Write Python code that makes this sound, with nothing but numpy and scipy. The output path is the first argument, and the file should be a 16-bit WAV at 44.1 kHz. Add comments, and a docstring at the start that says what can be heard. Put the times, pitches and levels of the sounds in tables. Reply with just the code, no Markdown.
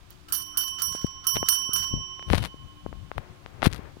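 """Dog ringing a desk bell

A small dog paws a desk bell six times on a tiled hearth in a quiet room. A claw ticks, the
plunger rattles, the clapper clacks and the dome rings in beating pairs of modes. Up close,
fingers shift on the phone and bump and scrape its left microphone port."""
import sys
import numpy as np
from scipy import signal
from scipy.fft import rfft, irfft
from scipy.io import wavfile

SR = 44100
rng = np.random.default_rng(int(sys.argv[2]) if len(sys.argv) > 2 else 0)


def wav_out(sig):
    """Save sig, one row per channel (or a flat mono array), as 16-bit PCM at SR to the path in sys.argv[1]."""
    wavfile.write(sys.argv[1], SR, np.round(np.clip(np.atleast_2d(sig).T, -1, 1) * 32767).astype(np.int16))


N = 176400
ROOM_T60_S = .4


def undb(db):
    """Decibels to gain."""
    return 10 ** (np.asarray(db) / 20)

def clock():
    """Time of each sample in seconds."""
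    return np.arange(N) / SR

def unit(x):
    """Scale to rms 1."""
    return x / np.sqrt(np.mean(x ** 2))

def colour(x, curve):
    """EQ by a curve of (f/Hz, gain/dB) points."""
    hz, db = np.array(curve).T
    f = np.maximum(np.arange(N // 2 + 1) * SR / N, 1)
    return irfft(rfft(x) * undb(np.interp(np.log(f), np.log(hz), db)), N)

def noise(curve, channels=2):
    """Coloured noise of rms 1, unrelated between channels."""
    return unit(colour(rng.standard_normal((channels, N)), curve))

def resonate(x, hz, width_hz):
    """One resonant band-pass."""
    return signal.lfilter(*signal.iirpeak(hz, hz / width_hz, fs=SR), x)

def decay(start, t60):
    """Instant attack, exponential tail."""
    age = clock() - start
    return (age >= 0) * np.exp(-np.log(1000) * np.maximum(age, 0) / t60)

def swells(rows):
    """Envelope of overlapping gestures, each a smooth rise and fall."""
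    t = clock()
    return np.sqrt(sum(undb(db) ** 2 * np.exp(-2 * np.maximum((s - t) / rise, (t - s) / fall) ** 2)
                       for s, rise, fall, db in rows))

def wander(per_s):
    """Smooth random drift at each port, spread near 1."""
    steps = np.arange(N // 10)
    targets = rng.standard_normal((2, len(steps)))
    return np.array([np.interp(clock() * per_s, steps, row) for row in targets])

def shade(x, curve):
    """The hand screens the left port, dulling that side."""
    return np.array([colour(x[0], curve), x[1]])

# Room tone EQ (f/Hz, gain/dB)
ROOM_TONE_EQ = [(25, 4), (80, 0.5), (210, -5.5), (330, -17.5), (480, -14), (1000, -10.5), (2000, -12.5),
                (3300, -10.5), (6000, -17), (10000, -23), (15500, -27.5)]
# Its extra EQ on the left (f/Hz, gain/dB)
TONE_SHADE = [(1000, 4.5), (3000, -6.5), (12000, -20)]
# Faint hum lines (f/Hz, level/dB)
HUM_LINES = [(298, -63), (362, -65.5)]
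def room_tone():
    """The bed: soft room noise with two wavering hum lines."""
    hum = sum(undb(db) * unit(resonate(rng.standard_normal((2, N)), hz, width_hz=1.9))
              for hz, db in HUM_LINES)
    return hum + undb(-56) * shade(noise(ROOM_TONE_EQ), TONE_SHADE)

# Shifts of grip (crest t/s, rise/s, fall/s, level/dB)
GRIPS = [(.89, 0.024, 0.055, -38.5), (1.36, 0.025, 0.081, -33.5), (1.78, .04, 0.08, -37),
         (1.96, 0.049, 0.048, -27), (2.32, 0.036, .11, -21.5), (2.66, 0.091, 0.036, -40.5),
         (2.89, 0.053, 0.19, -36.5), (3.175, 0.018, 0.023, -29.5), (3.3, 0.0059, 0.03, -37.5),
         (3.68, 0.1, 0.16, -33)]
# Case rumble EQ (f/Hz, gain/dB)
RUMBLE_EQ = [(20, -20), (45, -2.5), (90, -2), (160, -8), (300, -25), (700, -32), (2000, -72)]
def grip(hold_db=-50):
    """The hand flexes the case: a faint rumble that swells when the grip shifts."""
    return noise(RUMBLE_EQ, channels=1)[0] * np.hypot(swells(GRIPS), undb(hold_db))

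# Light finger slides (crest t/s, rise/s, fall/s, level/dB)
GLIDES = [(3.2, 0.056, 0.15, -47), (3.84, 0.36, 0.082, -44)]
# Skin hiss EQ (f/Hz, gain/dB)
GLIDE_EQ = [(150, 2), (450, 1.5), (1200, -4), (2500, -11), (6000, -46.5), (12000, -38)]
def glides():
    """Skin glides beside the port with a soft, dark hiss."""
    return noise(GLIDE_EQ, channels=1)[0] * swells(GLIDES)

# Finger drags (crest t/s, rise/s, fall/s, level/dB)
SCRAPES = [(1.368, 0.018, 0.014, -31), (2.355, 0.044, 0.027, -26.5), (2.381, 0.0031, 0.0021, -17.5),
           (2.451, 0.052, 0.02, -31), (3.181, 0.0033, 0.0041, -35), (3.666, 0.027, 0.012, -22.5),
           (3.735, 0.025, 0.039, -37.5)]
# Skin crackle EQ (f/Hz, gain/dB)
CRACKLE_EQ = [(100, 4.5), (500, -3), (1500, -4.5), (4000, -7.5), (7200, -23), (10500, -15.5), (16000, -31)]
def scrapes(slips_per_s=1300, scatter_db=4.5):
    """Skin sticks and slips over the port in dense clicks of very uneven size."""
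    slipping = rng.random(N) < slips_per_s / SR
    slips = slipping * undb(scatter_db * np.minimum(rng.exponential(size=N), 4))
    return unit(colour(slips - slips.mean(), CRACKLE_EQ)) * swells(SCRAPES)

# Finger bumps on the port (t/s, peak level/dB, width/ms, low cut f/Hz)
BUMPS = [(0.9502, -21, 0.23, 163), (1.046, -9, 0.62, 129), (1.3639, -18.5, 0.14, 120),
         (1.3686, -7.5, 0.078, 130), (1.4294, -10, 0.16, 222), (1.6925, -25.5, 0.53, 131),
         (1.9393, -13, 0.78, 107), (2.195, -24, 0.071, 300), (2.227, -23, 0.055, 300),
         (2.302, -6, 0.058, 81.5), (2.3111, -11.5, 1.3, 45.3), (2.3329, -0.5, 0.056, 90),
         (2.3369, -2.5, 0.25, 158), (2.3474, -7, 0.041, 200), (2.3529, -13, 0.04, 400),
         (2.3824, -8.5, 0.035, 397), (2.4396, -12, 0.04, 297), (2.449, -16, 0.022, 400),
         (2.543, -29.5, 0.46, 195), (2.8636, -14, 0.23, 60), (2.9286, -21, 0.13, 88),
         (3.116, -16.5, 0.11, 424), (3.1811, -12, 0.11, 606.5), (3.462, -18.5, 0.064, 147),
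         (3.6208, -10.5, 0.054, 132), (3.6286, -4, 0.071, 128), (3.6301, -4.5, 0.1, 416),
         (3.6583, -2, 0.064, 200), (3.6702, -2, 0.73, 92), (3.728, -17.5, 0.026, 1230),
         (3.7333, -15, 0.024, 1250), (3.793, -25.5, 0.6, 117), (3.97, -31.5, 0.36, 181)]
def bumps():
    """Each touch is one pressure pulse that swings back as the air leaks from the port."""
    t, out = clock(), np.zeros(N)
    for s, db, width_ms, low_hz in BUMPS:
        near = abs(t - s) < .1
        widths_away = np.minimum(abs(t[near] - s) * 1000 / width_ms, 50)
        leak = signal.butter(2, low_hz, "high", fs=SR, output="sos")
        pulse = signal.sosfilt(leak, 1 / np.cosh(widths_away))
        out[near] += undb(db) * pulse / abs(pulse).max()
    return out

# Claw hit (t/s, level/dB)
TICKS = [(0.105, -30)]
# Tick EQ (f/Hz, gain/dB)
TICK_EQ = [(2000, -26), (7000, -16), (15000, 6)]
def claw():
    """A claw meets the tile with a tiny, dry, bright tick."""
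    return noise(TICK_EQ) * sum(undb(db) * decay(s, t60=.0092) for s, db in TICKS)

# Short resonances of plunger and clapper (f/Hz, width/Hz, gain/dB)
WORKS = [(3016, 110, 14.5), (4520, 54, 11.5), (4910, 77, 0.5), (6050, 44, 5.5), (10630, 34, 6)]
def clatter(curve, chatter_db=5):
    """Chattering contact noise rings the bell's works: the texture of rattle and clack."""
    contact = noise(curve) * undb(chatter_db * wander(per_s=180)[0])
    return unit(contact + sum(undb(db) * resonate(contact, hz, width) for hz, width, db in WORKS))

# Paw on the plunger, and the plunger springing back (t/s, level/dB)
RATTLES = [(.1, -52), (0.285, -42.5), (0.336, -35), (0.583, -34), (0.67, -43), (0.786, -35), (0.923, -37),
           (1.011, -41.5), (1.242, -44.5), (1.46, -38.5), (1.525, -33), (1.761, -31), (1.829, -36)]
# Rattle EQ (f/Hz, gain/dB)
RATTLE_EQ = [(300, -11), (900, -0.5), (1450, 10.5), (2300, -0.5), (4800, 6.5), (8000, 2.5), (11500, -1),
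             (15000, 2)]
def rattles(tail_db=-3):
    """The plunger rattles in tight bursts, each with a room tail."""
    power = sum(undb(db) ** 2 * (decay(s, t60=.03) ** 2 + (undb(tail_db) * decay(s, ROOM_T60_S)) ** 2)
                for s, db in RATTLES)
    return np.sqrt(power) * clatter(RATTLE_EQ)

def tinkles(modes=36, band_hz=(3600, 15500), attack_s=.004, t60=.16, trim_db=-2.5):
    """Each rattle rings a fresh cluster of short, high modes in the loose metal parts."""
    out, age = np.zeros((2, N)), np.arange(SR // 8) / SR
    envelope = (1 - np.exp(-age / attack_s)) * np.exp(-np.log(1000) * age / t60)
    for s, db in RATTLES:
        hz = np.exp(rng.uniform(*np.log(band_hz), (modes, 1)))
        size = rng.exponential(size=(modes, 1))
        partials = size * np.sin(2 * np.pi * (hz * age + rng.random((2, modes, 1))))
        ring = partials.sum(axis=1) / np.sqrt(np.sum(size ** 2) / 2)
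        start = int(s * SR)
        out[:, start:start + len(age)] += undb(db + trim_db) * ring * envelope
    return out

# Hits on the bell (t/s, level/dB, ping boost/dB, shrill boost/dB, clack and high-mode boost/dB)
STRIKES = [(0.3228, -10, 2, 0, 17), (0.5723, -6, 6.5, 0.5, 14.5), (0.8193, -4, -1.5, 2, 9),
           (1.268, 0, 0.5, 0, 9), (1.486, -3, 6.5, 4.5, 15), (1.7328, -2.5, 5, 2, 8)]
# Clack EQ (f/Hz, gain/dB)
CLACK_EQ = [(200, -34), (800, -28.5), (1400, -1.5), (2300, -17.5), (3600, -5), (4900, 2.5), (6400, 5),
            (7400, -2.5), (10000, -4), (11500, 3.5), (13500, -13), (15500, 2.5)]
def clacks(dry_db=-26, tail_db=-39.5):
    """The clapper hits the dome: a hard transient with a quiet room tail."""
    power = np.zeros(N)
    for s, db, _, _, bright in STRIKES:
        hit = undb(dry_db) * decay(s, t60=.028)
        tail = undb(tail_db) * decay(s, t60=.46)
        power += undb(db + bright) ** 2 * (hit ** 2 + tail ** 2)
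    return np.sqrt(power) * clatter(CLACK_EQ)

def bell_base(hz=1342, width_hz=280, lag_s=.0039, spread_s=.026):
    """The base sounds a short midrange swell while the plunger goes down."""
    press = sum(np.exp(-((clock() - s - lag_s) / spread_s) ** 2 / 2) for s, *_ in STRIKES)
    band = resonate(rng.standard_normal((2, N)), hz, width_hz)
    return undb(-47) * press * unit(resonate(band, hz, width_hz))

# Reverb send EQ for the ring (f/Hz, gain/dB)
SEND_EQ = [(1000, -25.5), (5700, -18), (11000, -14)]
def reverb(ring):
    """The room returns a diffuse tail, different at each port."""
    tail = rng.standard_normal((2, N)) * decay(.0099, ROOM_T60_S)
    tail /= np.sqrt(np.sum(tail ** 2) / 2)
    return signal.fftconvolve(colour(ring, SEND_EQ), tail, axes=1)[:, :N]

PING_MODE, SHRILL_MODE, HIGH_MODES_HZ = 1, 2, 8000
FLASH_DB, FLASH_S = 3, .036
WAVER_PER_S, WAVER_DB, WAVER_RAD, WAVER_ONSET_S = 55, 3.5, 1.1, .02
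# Dome mode pairs (f/Hz, twin offset/Hz, t60/s, twin t60/s)
DOME_MODES = [(1066.8, 11.75, 4.2, 4.4), (3024.4, -10.5, 2.05, 3.1), (5739.4, 23, 1.1, 1.0),
              (9001.5, -21.5, .4, .4), (11151, 45, .3, .28), (12130, -87, .2, .2), (12372, -15, .3, .3),
              (15358, 39, .19, .19)]
# Mix of each pair (left level/dB, right level/dB, twin relative to each: left/dB, right/dB)
DOME_MIX = [(-40.5, -41, -3, -4.5), (-40.5, -25.5, -6.5, -15.5), (-38, -20, -19.5, -25),
            (-46.5, -32.5, 4.5, -0.5), (-52.5, -34.5, 2, -11.5), (-60.5, -47, 0.5, -7),
            (-58, -30.5, -2, -11.5), (-51.5, -32, -11.5, -9.5)]
def dome(attack_s=.00098, left_lag_s=.00017):
    """Each hit sets the dome's modes ringing afresh, and every mode beats against its twin."""
    t, out = clock(), np.zeros((2, N))
    slew = np.exp(-1 / (attack_s * SR))
    for k, (hz, split, t60, twin_t60) in enumerate(DOME_MODES):
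        left, right, twin_left, twin_right = DOME_MIX[k]
        high = hz > HIGH_MODES_HZ
        size, since = np.zeros(N), np.zeros(N)
        for s, db, ping, shrill, bright in STRIKES:
            boost_db = ping * (k == PING_MODE) + shrill * (k == SHRILL_MODE) + bright * high
            size = np.where(t >= s, undb(db + boost_db), size)
            since = np.where(t >= s, t - s, since)
        # high modes start louder, until the clapper leaning on the dome muffles them
        size *= undb(high * FLASH_DB * np.exp(-since / FLASH_S))
        main, twin = (signal.lfilter([1 - slew], [1, -slew], size * np.exp(-np.log(1000) * since / life))
                      for life in (t60, twin_t60))
        # low modes keep their phase through the next hit; high pairs restart in step
        age = since if high else t - STRIKES[0][0]
        phase = 2 * np.pi * hz * (age - np.array([[left_lag_s], [0]]))
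        # high modes waver in level and phase, differently at each port, as movement shifts reflections
        waver = high * (1 - np.exp(-since / WAVER_ONSET_S))
        beat = 2 * np.pi * split * age + waver * WAVER_RAD * wander(WAVER_PER_S)
        pair = main * np.sin(phase) + undb([[twin_left], [twin_right]]) * twin * np.sin(phase + beat)
        out += undb(np.array([[left], [right]]) + waver * WAVER_DB * wander(WAVER_PER_S)) * pair
    return out

# Left-side EQ for the mechanical noises from the floor (f/Hz, gain/dB)
FLOOR_SHADE = [(1200, 3.5), (3000, -2), (6000, -21.5), (12000, -20)]
def scene():
    """The mix: bell, claw and room tone in stereo, handling noise hard left."""
    ring = dome()
    wet = reverb(ring)
    mechanics = shade(bell_base() + clacks() + rattles() + tinkles() + claw(), FLOOR_SHADE)
    handling = (bumps() + scrapes() + glides() + grip()) * undb([[0], [-45.5]])
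    return room_tone() + handling + mechanics + ring + wet

def record(dry):
    """The phone clips at full scale and cuts the top above 16 kHz."""
    high_cut = signal.ellip(10, .2, 80, 16000, fs=SR, output="sos")
    return signal.sosfilt(high_cut, np.clip(dry, -1, 1))

dry = scene()
out = record(dry)
wav_out(out)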